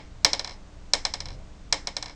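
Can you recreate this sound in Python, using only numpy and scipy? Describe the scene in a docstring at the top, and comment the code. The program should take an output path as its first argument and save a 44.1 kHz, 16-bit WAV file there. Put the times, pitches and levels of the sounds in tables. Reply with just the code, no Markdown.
"""Fingerboard deck popped on a desk

A small wooden fingerboard deck is popped three times on a desk, close to a small microphone; each time
its tail bounces ever faster and softer until it settles. An earlier contact is dying away at the start.
Each contact rings decaying modes of deck and desk, with noise-like reflections from clutter and room.
Under it lie filtered noise for hiss and for a low, swelling rumble, and sines for mains hum."""
import sys
import numpy as np
from scipy import signal
from scipy.fft import rfft, irfft
from scipy.io import wavfile

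SR = 44100
rng = np.random.default_rng(int(sys.argv[2]) if len(sys.argv) > 2 else 0)


def materialize(psi):
    """Save the field psi as 16-bit PCM at rate SR to the path in sys.argv[1].

    A 1-D psi becomes a single channel; in a 2-D psi each row is a channel.
    """
    bounded = np.clip(np.atleast_2d(psi).T, -1, 1)
    quanta = np.round(bounded * 32767).astype(np.int16)
    wavfile.write(sys.argv[1], SR, quanta)


N = 94815
RING_T = np.arange(SR * 3 // 4) / SR  # time axis of one contact, s


def amp(db):
    """Decibels to gain."""
    return 10 ** (np.asarray(db) / 20)


def evened(x):
    """Scales to rms 1."""
    return x / np.sqrt(np.mean(x ** 2) + 1e-20)


def read(points, hz):
    """Reads a table on a log-frequency axis."""
    f, value = np.transpose(points)
    return np.interp(np.log(hz + 1), np.log(f + 1), value)


def coloured(x, points, size=4096):
    """Causal minimum-phase filter whose gain follows a (f/Hz, level/dB) table."""
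    hz = abs(np.fft.fftfreq(size, 1 / SR))
    log_gain = np.log(amp(read(points, hz)))
    # the Hilbert transform of the log gain gives the minimum phase
    response = np.exp(np.conj(signal.hilbert(log_gain)))
    taps = np.fft.ifft(response).real[:size // 2]
    return signal.fftconvolve(x, taps)[:len(x)]


def noise(points):
    """Steady noise of rms 1 with the given spectrum."""
    white = rfft(rng.standard_normal(N))
    gain = amp(read(points, np.fft.rfftfreq(N, 1 / SR)))
    return evened(irfft(white * gain, N))


def add(mix, s, sound):
    """Mixes a sound in at time s, cutting whatever falls outside the mix."""
    start = round(s * SR)
    sound = sound[max(-start, 0):]
    part = mix[max(start, 0):][:len(sound)]
    part += sound[:len(part)]


def ring(pitches, modes, rise_s, uneven_db=0):
    """Dying sines that build up over rise_s, each mode a little stronger or weaker by chance."""
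    chance = uneven_db * rng.standard_normal(len(modes))
    swing = np.zeros(len(RING_T))
    for hz, (db, t60), offset_db in zip(pitches, modes, chance):
        decay = amp(db + offset_db - 60 * RING_T / t60)
        swing += decay * np.sin(2 * np.pi * hz * RING_T)
    return swing * (1 - np.exp(-(RING_T / rise_s) ** 2))


def echoes(colour, decay, delay_s, rise_s, size=12):
    """Sparse reflections of random sign and energy 1, each band dying at its own speed."""
    taps = np.zeros(len(RING_T))
    # one reflection at a random place in every slot of `size` samples
    slots = np.arange(0, len(RING_T) - size, size)
    taps[slots + rng.integers(0, size, len(slots))] = rng.choice([-1, 1], len(slots))
    hz, t, bands = signal.stft(taps, SR, nperseg=256)
    fade = amp(-60 * t / read(decay, hz)[:, None])
    tail = signal.istft(bands * fade, SR, nperseg=256)[1][:len(RING_T)]
    onset = np.clip((RING_T - delay_s) / rise_s, 0, 1)
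    tail = coloured(tail * onset, colour)
    return tail / np.linalg.norm(tail)


def deck_crack():
    """The hand-damped deck: short wooden modes, drawn slightly uneven for each landing spot."""
    # mode pitches (f/Hz)
    deck_hz = [880, 2150, 2950, 3480, 4080, 4600, 5330, 5540, 5960, 6790, 7750, 8230, 9100]
    # the same modes (relative level/dB, t60/s)
    deck_modes = [(-16.5, 0.019), (-17.5, 0.014), (-24, 0.036), (-50, 0.0072), (-8.5, 0.015), (-10, .012),
                  (-3.5, .012), (-3, 0.011), (-11.5, 0.013), (-15.5, 0.014), (-20, 0.016), (-25, 0.018),
                  (-33, 0.0076)]
    return amp(5) * ring(deck_hz, deck_modes, rise_s=.00078, uneven_db=1)


def wall_reflections(crack):
    """Single reflections off nearby boards and walls: delayed, duller copies of the crack."""
    # arrivals (delay t/s, relative level/dB)
    walls = [(.0052, -9), (.0135, -13), (.0172, -8)]
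    # their dull colour (f/Hz, level/dB)
    wall_colour = [(200, -6.5), (420, 4.5), (580, 11), (780, 5.5), (1050, -2.5), (2100, -2), (4000, -12.5),
                   (8000, -10.5)]
    dull = coloured(crack, wall_colour)
    out = np.zeros(len(crack))
    for delay_s, db in walls:
        add(out, delay_s, amp(db) * dull)
    return out


def clutter_scatter():
    """Dense early reflections from the clutter on the desk."""
    # spectrum (f/Hz, relative level/dB per Hz)
    clutter = [(100, -17), (330, -17.5), (550, 0.5), (950, -5), (1350, -11), (2100, -1.5), (2750, -10),
               (3500, -2), (4100, -3), (4750, 2.5), (5300, -5.5), (6300, -9), (8100, -16.5), (9400, -28)]
    # decay (f/Hz, t60/s)
    clutter_t60 = [(500, 0.11), (2000, 0.059), (5000, 0.029), (8000, 0.052)]
    return amp(10.5) * echoes(clutter, clutter_t60, delay_s=.0012, rise_s=.001)


def desk_ring():
    """Longer modes of the desk and the things on it."""
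    # mode pitches (f/Hz)
    desk_hz = [445, 543, 628, 778, 848, 955, 1095, 1592, 1820, 2095, 2210, 2258, 3104, 3691, 4033, 5004,
               5075, 5454]
    # the same modes (relative level/dB, t60/s)
    desk_modes = [(-7, .14), (-1, .12), (1, .13), (0, .12), (-1, .18), (-1, .14), (-4, .15), (-6, .14),
                  (-2, .11), (-8, .15), (-6, .15), (-3, .16), (-8, .16), (-6, .15), (-4, .13), (-3, .2),
                  (-3, .2), (-2, .16)]
    return amp(-28.5) * ring(desk_hz, desk_modes, rise_s=.0016)


def room_tail():
    """Reverberation of the small room, of energy 1."""
    # spectrum (f/Hz, relative level/dB per Hz)
    room_colour = [(100, -22.5), (300, -6.5), (850, -9), (1400, -9.5), (2200, 7.5), (2800, 1.5),
                   (4100, 3.5), (4650, -2.5), (5200, 4.5), (6300, -4), (8100, -11), (9400, -31.5)]
    # decay (f/Hz, t60/s)
    room_t60 = [(300, 1), (1000, 0.71), (2500, 0.17), (5000, 0.26), (8000, .28)]
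    return echoes(room_colour, room_t60, delay_s=.0038, rise_s=.005)


def room_boom():
    """A low room resonance that builds up slowly after each contact."""
    # resonance pitch (f/Hz)
    boom_hz = [298]
    # the same resonance (relative level/dB, t60/s)
    boom_mode = [(-20, .13)]
    return ring(boom_hz, boom_mode, rise_s=.035)


def deck_note(room):
    """The deck's one clear note: two close modes with their own answer from the room."""
    # mode pitches (f/Hz)
    note_hz = [5075, 5200]
    # the same modes (relative level/dB, t60/s)
    note_modes = [(0, .045), (-9, .02)]
    note = amp(-15) * ring(note_hz, note_modes, rise_s=.0016)
    tail = signal.fftconvolve(note, room)[:len(note)]
    # the answer is set by energy, relative to the note itself
    tail *= np.linalg.norm(note) / np.linalg.norm(tail)
    return note + amp(-12.5) * tail


def landing_spots(room, count):
    """A few contact sounds: each spot has its own crack and some scatter, and all share one ring."""
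    own_share = .25  # part of the scatter energy that is particular to a spot
    shared = desk_ring() + room_boom() + np.sqrt(1 - own_share) * clutter_scatter() + amp(3) * room
    spots = []
    for _ in range(count):
        crack = deck_crack()
        scatter = np.sqrt(own_share) * clutter_scatter()
        spots.append(crack + shared + scatter + wall_reflections(crack))
    return spots


def flutter(count=5):
    """Contacts as the deck comes to rest, ever closer and softer, in the columns of the bounces."""
    # start of each flutter (t/s, relative level/dB of its first contact)
    settles = [(.5178, -39.5), (1.328, -45.5), (2.1085, -45)]
    first_gap_s, gap_shrink, step_db = .008, .8, -2
    contacts = []
    for s, db in settles:
        for k in range(count):
            elapsed_s = first_gap_s * sum(gap_shrink ** j for j in range(k))
            contacts.append((s + elapsed_s, db + step_db * k, 0, -4))
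    return contacts


def bounces(spot_count=5):
    """Tail contacts, taking the landing spots in turn, each with its own strength and tilt, plus the note."""
    # contacts of the tail with the desk (t/s, relative level/dB, woody body/dB, bright edge/dB)
    contacts = [(-.035, -22.5, 8.5, -6), (0.2466, 0, -1, -2.5), (.3318, -8, -2.5, -4.5),
                (.3939, -16.5, 0, -3), (0.4452, -21, 0.5, -5), (0.4743, -28, 6, -1.5),
                (.4940, -32.5, 5, -5), (.5085, -36.5, 9, -3), (.9348, -5.5, -0.5, 2),
                (1.0510, -10, -.5, -2), (1.1379, -16, -.5, -1), (1.2036, -20.5, -1, -3.5),
                (1.2561, -27.5, 2, -4), (1.2851, -33.5, 4.5, -3), (1.3040, -39.5, 9, -4),
                (1.3175, -43, -2, -8), (1.7253, -6.5, 0.5, 1), (1.8714, -16, 1.5, 0), (1.9664, -16.5, 0, 0),
                (2.0257, -21, 1, 1), (2.0583, -28.5, 4.5, -3), (2.0813, -36, 6.5, -4),
                (2.0959, -37, 10, -3)]
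    body_hz, bite_hz, bright_hz = 2500, 5200, 7500
    note_follow = .82  # dB of note per dB of contact: the note stands out more on light contacts
    room = room_tail()
    spots = landing_spots(room, spot_count)
    note = deck_note(room)
    out = np.zeros(N)
    for k, (s, db, body_db, edge_db) in enumerate(contacts + flutter()):
        tilt = [(body_hz, db + body_db), (bite_hz, db), (bright_hz, db + edge_db)]
        clack = coloured(spots[k % spot_count], tilt)
        # the note goes in with inverted polarity
        add(out, s, clack - amp(note_follow * db) * note)
    return out


def hiss():
    """Steady hiss: noise shaped by a fixed spectrum."""
    # spectrum (f/Hz, relative level/dB per Hz)
    hiss_colour = [(60, -22), (150, -8.5), (200, -5), (300, -12), (390, -15.5), (810, -16), (2200, -23.5),
                   (6750, -28), (8600, -36), (9300, -48), (9900, -66)]
    return amp(-55) * noise(hiss_colour)  # dB rms


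def mains_hum():
    """Faint mains hum: steady sines at 60 Hz and some of its harmonics, at random phases."""
    # partials (f/Hz, level/dB rms)
    hum_partials = [(60, -55), (120, -62), (180, -61.5), (300, -64)]
    t = np.arange(N) / SR
    hum = np.zeros(N)
    for hz, db in hum_partials:
        hum += amp(db) * np.sqrt(2) * np.sin(2 * np.pi * (hz * t + rng.random()))
    return hum


def rumble():
    """Low rumble: shaped noise with a wandering level and one marked swell."""
    # spectrum (f/Hz, relative level/dB per Hz)
    rumble_colour = [(5, -12), (20, 3), (45, -7), (80, -10), (140, -16.5), (250, -37), (600, -28),
                     (2000, -63.5)]
    # course of the level (t/s, level/dB rms)
    rumble_level = [(0, -47.5), (.2, -42.5), (.45, -44.5), (.8, -43), (1.14, -46), (1.24, -35),
                    (1.36, -35.5), (1.46, -41.5), (1.55, -43.5), (2.15, -47)]
    level_db = np.interp(np.arange(N) / SR, *np.transpose(rumble_level))
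    return amp(level_db) * noise(rumble_colour)


def scene():
    """The bouncing deck, close up, over the quiet of the room."""
    return (bounces() + hiss() + mains_hum() + rumble())[None]


def record(dry):
    """A narrow-band microphone, clipping at full scale, then a wider low-pass as the band limit."""
    mic_edge_hz, band_edge_hz = 9750, 16800
    mic_taps = signal.firwin(127, mic_edge_hz, window=("kaiser", 7), fs=SR)
    mic = signal.oaconvolve(dry, mic_taps[None], "same")
    clipped = np.clip(mic, -1, 1)
    band_taps = signal.firwin(255, band_edge_hz, window=("kaiser", 9), fs=SR)
    return signal.oaconvolve(clipped, band_taps[None], "same")


dry = scene()
out = record(dry)
materialize(out)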